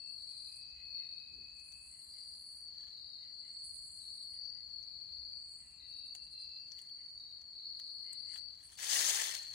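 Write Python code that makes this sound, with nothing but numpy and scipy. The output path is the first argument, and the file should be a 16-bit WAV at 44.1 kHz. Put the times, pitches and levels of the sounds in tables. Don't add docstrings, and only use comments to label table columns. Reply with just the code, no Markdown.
import sys
import numpy as np
from scipy import signal
from scipy.fft import rfft, irfft
from scipy.io import wavfile
from scipy.ndimage import uniform_filter1d

SR = 44100
rng = np.random.default_rng(int(sys.argv[2]) if len(sys.argv) > 2 else 0)


def generate_wav(signal):
    frames = np.transpose(np.atleast_2d(signal))
    scaled = np.clip(frames, -1, 1) * 32767
    pcm = np.round(scaled).astype(np.int16)
    wavfile.write(sys.argv[1], SR, pcm)


N = 420713
T = np.arange(N) / SR
HZ = np.maximum(np.fft.rfftfreq(N, 1 / SR), 1)


def from_db(db):
    return 10 ** (np.asarray(db) / 20)


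def rms_one(x):
    return x / np.sqrt(np.mean(x ** 2) + 1e-20)


def at_hz(points):
    hz, value = np.transpose(points)
    return np.interp(np.log(HZ), np.log(hz), value)


def panned(pan_db):
    gains = from_db(np.array([[.5], [-.5]]) * pan_db)
    return gains / np.sqrt(np.mean(gains ** 2, axis=0))


def bell(middle_s, width_s):
    return np.exp(-.5 * ((T - middle_s) / width_s) ** 2)


def humps(rows):
    return sum(change_db * bell(middle_s, width_s) for middle_s, width_s, change_db in rows)


def drift(rate_hz):
    pole = np.exp(-80 * np.pi * rate_hz / SR)
    noise = rng.standard_normal(N // 40 + 2002)
    slow = signal.lfilter([1], [1, -2 * pole, pole * pole], noise)[2000:]
    return np.interp(np.arange(N) / 40, np.arange(len(slow)), rms_one(slow))


def coloured(x, colour, pan_db):
    octaves_outside = np.maximum(np.log2(colour[0][0] / HZ), 0) + np.maximum(np.log2(HZ / colour[-1][0]), 0)
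    gain = from_db(at_hz(colour) - 120 * octaves_outside)
    return rms_one(irfft(rfft(x) * gain * panned(pan_db), N))


def grains(per_s, spread_db):
    sizes = from_db(spread_db * np.minimum(rng.exponential(1, N), 5))
    return rms_one((rng.random(N) < per_s / SR) * sizes * rng.standard_normal((2, N)))


def mottled(x, depth_db, size):
    frames = signal.stft(x, nperseg=size)[2]
    patches = uniform_filter1d(rng.standard_normal(frames.shape), size=3, axis=-2)
    patches = rms_one(uniform_filter1d(patches, size=5, axis=-1))
    return rms_one(signal.istft(frames * from_db(depth_db * patches), nperseg=size)[1][..., :N])


def woodland(x, wet_db, t60_s=.45):
    t = T[:SR // 2]
    scatter = rng.standard_normal((2, 2, len(t))) * from_db(-60 * t / t60_s) * (t > .003)
    scatter *= from_db(wet_db) / np.sqrt(np.sum(scatter ** 2, axis=2, keepdims=True))
    here, there = (signal.oaconvolve(np.atleast_2d(x), paths, axes=1)[:, :N] for paths in scatter)
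    angle = 2 * drift(2.25)
    return (x + np.cos(angle) * here + np.sin(angle) * there) / np.sqrt(1 + from_db(2 * wet_db))


def trill(start_s, length_s, pitch_hz, level_db, per_s, duty, sag, rough, wander=0, rise_s=.032):
    out = np.zeros(N)
    span = slice(max(int(start_s * SR), 0), int((start_s + length_s) * SR))
    t = T[span] - start_s
    sway = np.sin(2 * np.pi * (rng.uniform(1, 2) * t + rng.random()))
    strokes = np.cumsum(per_s * (1 + (.03 + wander) * sway)) / SR + rng.random()
    detune, accent_db = rng.standard_normal((1024, 2))[strokes.astype(int) % 1024].T
    along_file = np.minimum(strokes % 1 / duty, 1)
    pitch = pitch_hz * (1 + sag * (.5 - along_file) + rough * detune + wander * sway)
    pulses = np.sin(np.pi * along_file) * from_db(accent_db) * np.sin(2 * np.pi * np.cumsum(pitch) / SR)
    fade = np.clip(np.minimum(t / rise_s, (length_s - t) / .03), 0, 1)
    out[span] = from_db(level_db) * rms_one(pulses * fade)
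    return out


# freq_hz, relative_db
AIR_COLOUR = [(20, -19.5), (45, -5.5), (68, 4), (95, -5), (160, -8.5), (350, -18), (800, -20.5),
              (1500, -25.5), (2100, -21), (3300, -25.5), (5800, -35.5), (8500, -21.5), (11500, -35),
              (15800, -35.5)]
# freq_hz, correlation
AIR_LIKENESS = [(40, 0.98), (130, 0.48), (280, 0.063), (550, -0.77), (1100, 0.34), (4000, -0.26)]
# freq_hz, left_over_right_db
AIR_BALANCE = [(900, 0), (1900, 4.5), (2500, 1), (6500, 14.5), (10000, -3.5)]
# middle_s, width_s, change_db
TRAFFIC_SWELLS = [(.3, 0.58, 2), (1.48, 0.13, 6), (3.83, 0.092, 7.5), (5.1, 0.46, 5.5)]

def still_air(level_db=-70, rumble_below_hz=140, rest_db=-3.5, lumps_db=2):
    mid, side = rfft(rng.standard_normal((2, N)))
    alike = np.clip(at_hz(AIR_LIKENESS), -1, 1)
    pair = irfft(np.sqrt(1 + alike) * mid + np.sqrt(1 - alike) * side * [[1], [-1]], N)
    air = coloured(pair, AIR_COLOUR, at_hz(AIR_BALANCE))
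    rumble = irfft(rfft(air) / (1 + (HZ / rumble_below_hz) ** 4), N)
    swell = from_db(rest_db + humps(TRAFFIC_SWELLS) - lumps_db * drift(6.1))
    return from_db(level_db) * (air + rumble * (swell - 1))


# start_s, length_s, pitch_hz, level_db, pulses_per_s
TREE_PURRS = [(-.2, 0.35, 2677, -71, 49), (0.2, 0.44, 2446, -81, 30), (0.369, 1.535, 2554, -66.5, 53),
              (4.672, 1.4, 2460, -83.5, 34), (5.616, 0.68, 2707, -74.5, 53), (6.295, 0.37, 2682, -70.5, 45)]

def tree_crickets():
    purrs = sum(trill(*row, duty=.8, sag=.022, rough=.007, rise_s=.19 * row[1]) for row in TREE_PURRS)
    return woodland(purrs, wet_db=4, t60_s=.25) * panned(5.7)


# start_s, length_s, pitch_hz, level_db, pan_db
NEAR_TRILLS = [(-0.15, 0.3, 4440, -48, 11), (0.166, 0.31, 4516, -54.5, 5), (0.165, 0.37, 4100, -55.5, 7),
               (0.325, 0.41, 4730, -59, 23), (0.81, 0.4, 4420, -49, 9), (0.922, 0.086, 4450, -43, 8),
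               (0.915, 0.38, 3900, -68.5, 13), (1.179, 0.38, 4560, -60, 5), (2.04, 0.38, 4140, -60.5, 10),
               (2.077, 0.29, 4670, -54.5, 2), (2.5, 0.37, 4486, -56, 3), (2.754, 0.37, 4110, -60, 3),
               (2.93, 0.33, 3890, -63.5, 6), (2.973, 0.37, 4710, -59.5, 6), (3.117, 0.38, 4195, -58, 6),
               (3.471, 0.4, 4440, -51.5, -3), (3.978, 0.3, 4040, -60, 12), (4.037, 0.39, 4394, -50, 4),
               (4.284, 0.35, 4717, -54.5, 5), (4.371, 0.25, 4540, -51, 13), (4.621, 0.45, 4450, -51, 9),
               (4.713, 0.31, 4120, -60.5, 23), (4.982, 0.43, 4190, -57, 23),
               (5.069, 0.55, 4430, -53.5, 0.5), (5.091, 0.35, 4600, -52.5, 14), (5.768, 0.35, 4040, -62, 6),
               (5.769, 0.36, 3870, -68, 12), (5.88, 0.29, 4500, -51, 3), (6.308, 0.29, 4158, -54, 0),
               (6.362, 0.35, 4720, -57.5, 5), (6.828, 0.415, 4480, -54.5, -5.5),
               (7.162, 0.24, 3920, -63.5, 16), (7.613, 0.073, 4410, -50, 3), (7.512, 0.79, 4435, -55, -1),
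               (7.519, 0.41, 4090, -56, 10), (7.601, 0.54, 4348, -49.5, 8), (7.631, 0.8, 4740, -59.5, 8),
               (7.959, 0.45, 4114, -56.5, 10), (8.138, 0.37, 4540, -49, 20), (9.248, 0.38, 4170, -53.5, 4),
               (9.295, 0.35, 4380, -50.5, 5)]

def bush_crickets(pulses_per_s=44):
    calls = 0
    for *call, pan_db in NEAR_TRILLS:
        per_s = pulses_per_s + rng.normal(0, 2)
        calls += panned(pan_db) * trill(*call, per_s, duty=.5027, sag=.01614, rough=.00305, wander=.00202)
    return woodland(calls, wet_db=2, t60_s=.22)


# pitch_hz, level_db
CHORUS_VOICES = [(4190, -59), (4370, -59.5), (4470, -55), (4570, -59), (4740, -71), (5000, -82.5)]
# middle_s, width_s, change_db
LOW_VOICE_RESTS = [(2.62, 0.044, -20), (5.58, .13, -9), (7.3, 0.25, -8)]
# middle_s, width_s, change_db
CHORUS_LULLS = [(1.85, 0.26, -4.5), (5.72, 0.11, -3.5), (8.69, 0.085, -9)]

def far_chorus(pulses_per_s=44):
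    low, *others = (trill(0, N / SR, pitch_hz, level_db, pulses_per_s + rng.normal(0, 3),
                          duty=.45, sag=.03, rough=.007, wander=.008)
                    for pitch_hz, level_db in CHORUS_VOICES)
    callers = low * from_db(humps(LOW_VOICE_RESTS)) + sum(others)
    return woodland(callers * from_db(humps(CHORUS_LULLS)), wet_db=3, t60_s=.25) * panned(6)


# start_s, length_s, pitch_hz, level_db, pulses_per_s
GROUND_TRILLS = [(0, 8.3, 6820, -83, 70), (0.759, 0.71, 9000, -85, 58), (2.719, 1, 8300, -89, 70),
                 (4.49, 1.3, 9000, -89, 100), (6.785, 0.39, 9020, -78.5, 82)]

def ground_crickets():
    threads = sum(trill(*row, duty=.65, sag=.043, rough=.0065) for row in GROUND_TRILLS)
    return woodland(threads, wet_db=11.5) * panned(1.4)


# freq_hz, relative_db
WING_COLOUR = [(6300, -47), (7040, -17.5), (7780, -2), (8610, 2.5), (9630, -1.5), (11000, -10.5),
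               (12200, -35), (13500, -38)]
# freq_hz, left_over_right_db
RASP_MIC_BALANCE = [(8300, 9.5), (9200, -6), (10000, -11.5)]
# middle_s, width_s, relative_db
BUZZ_SWELLS = [(0.02, .11, -71), (.45, 0.18, -69), (1.91, 0.2, -61), (3.84, 0.23, -58.5),
               (5.571, 0.12, -62.5), (8.33, 0.05, -62)]
# start_s, length_s, first_db, growth_db_per_stroke, period_s, width_s
STROKE_RUNS = [(0.114, .53, -66.5, 1.5, 0.091, 0.032), (1.616, 1.0, -67.5, 0.63, 0.098, 0.045),
               (3.667, .67, -57.5, -0.7, 0.095, .029), (5.898, .56, -68.5, 0.67, 0.0862, 0.018),
               (7.788, .46, -75.5, 1.1, 0.084, 0.026), (8.656, .13, -56.5, -1, 0.081, .018)]

def katydids(gain_db=.5, flutter_hz=32, uneven_db=.6):
    flutter = 1 + .092 * np.sin(2 * np.pi * flutter_hz * T)
    buzz = flutter * sum(from_db(db) * bell(middle_s, width_s) for middle_s, width_s, db in BUZZ_SWELLS)
    lisps = sum(from_db(first_db + k * growth_db) * bell(middle_s, width_s)
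                for start_s, length_s, first_db, growth_db, period_s, width_s in STROKE_RUNS
                for k, middle_s in enumerate(np.arange(start_s, start_s + length_s, period_s)))
    out = 0
    for effort, pitch_ratio in ((buzz, .965), (lisps, 1.028)):
        teeth = mottled(grains(per_s=3000, spread_db=0), depth_db=5, size=512)
        rasp = coloured(teeth, np.array(WING_COLOUR) * [pitch_ratio, 1], at_hz(RASP_MIC_BALANCE))
        out += effort * from_db(gain_db + uneven_db * drift(28)) * rasp
    return woodland(out, wet_db=-7, t60_s=.3)


def far_leaf_ticks(level_db=-87.5, per_s=18):
    ticks = mottled(grains(per_s, spread_db=.5), depth_db=6, size=256)
    ticks = coloured(ticks, [(3000, -12), (6000, 0), (12000, -16)], pan_db=4)
    return from_db(level_db) * woodland(ticks, wet_db=0, t60_s=.08)


# first_note_s, level_db
BIRD_CALLS = [(.79, -68), (1.95, -71.5), (3.24, -68), (4.35, -71.5), (5.62, -71), (6.785, -68.5),
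              (8.085, -62)]

def far_bird(pitch_hz=2060, gap_s=.218, width_s=.028, arch=.028, fall=.02, upper_db=-6):
    out, hoarse = np.zeros(N), .05 * drift(250)
    for first_note_s, level_db in BIRD_CALLS:
        for middle_s in (first_note_s, first_note_s + gap_s):
            span = np.abs(T - middle_s) < .2
            along = (T[span] - middle_s) / width_s
            bend = 1 - arch * np.minimum(along ** 2, 3) - fall * along
            phase = 2 * np.pi * np.cumsum(pitch_hz * (bend + hoarse[span] + rng.normal(0, .01))) / SR
            tone = np.sin(phase) + from_db(upper_db) * np.sin(1.4 * phase)
            out[span] += from_db(level_db) * np.exp(-.5 * along ** 2) * tone
    return woodland(out, wet_db=6) * panned(9)


def handling_bump(middle_s=1.383, level_db=-68, width_s=.045):
    puff = coloured(rng.standard_normal((2, N)), [(120, -3), (400, -3), (600, -27)], pan_db=0)
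    return from_db(level_db) * bell(middle_s, width_s) * puff


# freq_hz, relative_db
CLOSE_MIDRANGE = [(150, -41), (290, -21), (430, -10.5), (800, -5.5), (1450, -5.5), (1830, 4), (2400, -4),
                  (3250, 4), (3700, 0.5), (4300, -10.5)]
# start_s, strength_db, relative_knock_db, relative_crack_db, ring_hz
CLOSE_TICKS = [(1.598, -58, -10, -2, 6500), (1.721, -50.5, -7, -5, 6200), (6.15, -40.5, -6.5, -6.5, 6800),
               (6.718, -39, -15.5, -41, 5420), (6.787, -42.5, -22, -8, 3350),
               (6.817, -44.5, -24, -28, 8500), (6.895, -53, -20, -7, 3420), (7.415, -54, -4, -9, 5840),
               (7.797, -49, 0.5, 0, 6200), (8.129, -35, -21, -20, 8500), (8.358, -42.5, 0, -35, 3380),
               (9.312, -32, -3, -12, 3230), (9.35, -32.5, -11, -10, 6040), (9.388, -36.5, -9, -16, 5600),
               (9.431, -40, -29, -25, 7300)]

def close_ticks(snap_s=.0013, tail_s=.018, tail_db=-19, ring_q=4.5, pan_db=11):
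    out = np.zeros((2, N))
    body = coloured(rng.standard_normal((2, N)), CLOSE_MIDRANGE, pan_db=0)
    crackle = grains(per_s=1500, spread_db=2)
    crack_band = signal.butter(1, [4500, 10500], "band", fs=SR)
    for start_s, strength_db, knock_db, crack_db, ring_hz in CLOSE_TICKS:
        span = slice(int(start_s * SR), int(start_s * SR) + SR // 8)
        age = T[span] - T[span][0]
        snap = age / snap_s * np.exp(1 - age / snap_s)
        tail = from_db(tail_db) * np.exp(-age / tail_s)
        push = snap * rng.standard_normal((2, len(age))) + tail * crackle[:, span]
        resonance = signal.iirpeak(ring_hz, ring_q, fs=SR)
        ring = 2 * signal.lfilter(*resonance, signal.lfilter(*resonance, push))
        crack = from_db(crack_db) * signal.lfilter(*crack_band, push)
        knock = from_db(knock_db - 11) * (snap + 2 * tail) * body[:, span]
        out[:, span] += from_db(strength_db) * (ring + knock + crack)
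    return out * panned(pan_db)


# freq_hz, relative_db
LEAF_HISS = [(2120, -57), (3600, -22.5), (4410, -2), (5120, -2), (6550, 0), (7400, -3), (9850, -5),
             (11500, -15), (15800, -14.5)]
# middle_s, width_s, level_db, relative_hiss_db, pan_db
LITTER_STIRS = [(2.851, 0.086, -74, -1, 2), (6.781, 0.062, -76, 7, 9.5), (8.358, 0.021, -61.5, 2, 16),
                (8.79, 0.15, -69, 4, 9)]

def leaf_stirs():
    crinkle = mottled(grains(per_s=1200, spread_db=0), depth_db=4, size=256)
    body, hiss = coloured(crinkle, CLOSE_MIDRANGE, pan_db=0), coloured(crinkle, LEAF_HISS, pan_db=0)
    return sum(from_db(level_db) * bell(middle_s, width_s) * (body + from_db(hiss_db) * hiss) * panned(pan_db)
               for middle_s, width_s, level_db, hiss_db, pan_db in LITTER_STIRS)


def twig_snap(start_s=6.152, pan_db=11):
    age = np.maximum(T - start_s, 0)

    def mode(pitch_hz, level_db, t60_s):
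        return from_db(level_db - np.minimum(60 * age / t60_s, 150)) * np.sin(2 * np.pi * pitch_hz * age)

    return panned(pan_db) * (mode(780, -66.5, .062) + mode(2840, -48, .013))


# middle_s, width_s, change_db
RUSTLE_SLIPS = [(8.87, 0.0099, -3), (9.04, 0.011, -2), (9.095, .01, 2), (9.125, 0.0073, -4),
                (9.44, 0.032, -4)]

def rustle_effort(age, attack_s=.16, hold_s=.12, release_s=.4, build_db=17, fall_db=22.5):
    build = np.clip(age / attack_s, 0, 1)
    fall = np.clip((age - attack_s - hold_s) / release_s, 0, 1.06)
    return build_db * (build - 1) - fall_db * fall ** 1.9 + humps(RUSTLE_SLIPS)


# freq_hz, left_over_right_db
RUSTLE_BALANCE = [(900, 2), (1800, 11.5), (2450, 2.5), (3200, 12.5), (4400, 6), (6500, 12.5), (8200, 10),
                  (9400, 2), (10500, -7), (15000, 13)]

def rustle(start_s=8.768, catch_s=.022, hiss_db=-32.5, body_db=-39, body_lag_s=.0039, left_lag_s=.00048):
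    age = T - start_s
    effort_db = rustle_effort(age)
    per_s = 700 + 16000 * from_db(effort_db) ** 1.5
    direct, scattered = grains(per_s, spread_db=2.4)[0], grains(per_s, spread_db=2)
    pair = np.array([np.roll(direct, round(left_lag_s * SR)), direct])
    friction = woodland((pair + scattered) / np.sqrt(per_s), wet_db=-8, t60_s=.03)
    friction = mottled(friction, depth_db=2, size=160)
    body_effort_db = .87 * np.interp(T - body_lag_s, T, effort_db)
    hiss = coloured(friction, LEAF_HISS, at_hz(RUSTLE_BALANCE)) * from_db(hiss_db + effort_db)
    body = coloured(friction, CLOSE_MIDRANGE, at_hz(RUSTLE_BALANCE)) * from_db(body_db + body_effort_db)
    return (hiss + body) * np.clip(age / catch_s, 0, 1)


def scene():
    insects = bush_crickets() + far_chorus() + tree_crickets() + ground_crickets() + katydids()
    small_noises = close_ticks() + twig_snap() + leaf_stirs() + far_leaf_ticks()
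    return insects + small_noises + far_bird() + rustle() + handling_bump() + still_air()


def record(dry):
    return signal.sosfilt(signal.ellip(12, .1, 80, 15800, fs=SR, output="sos"), dry)


dry = scene()
out = record(dry)
generate_wav(out)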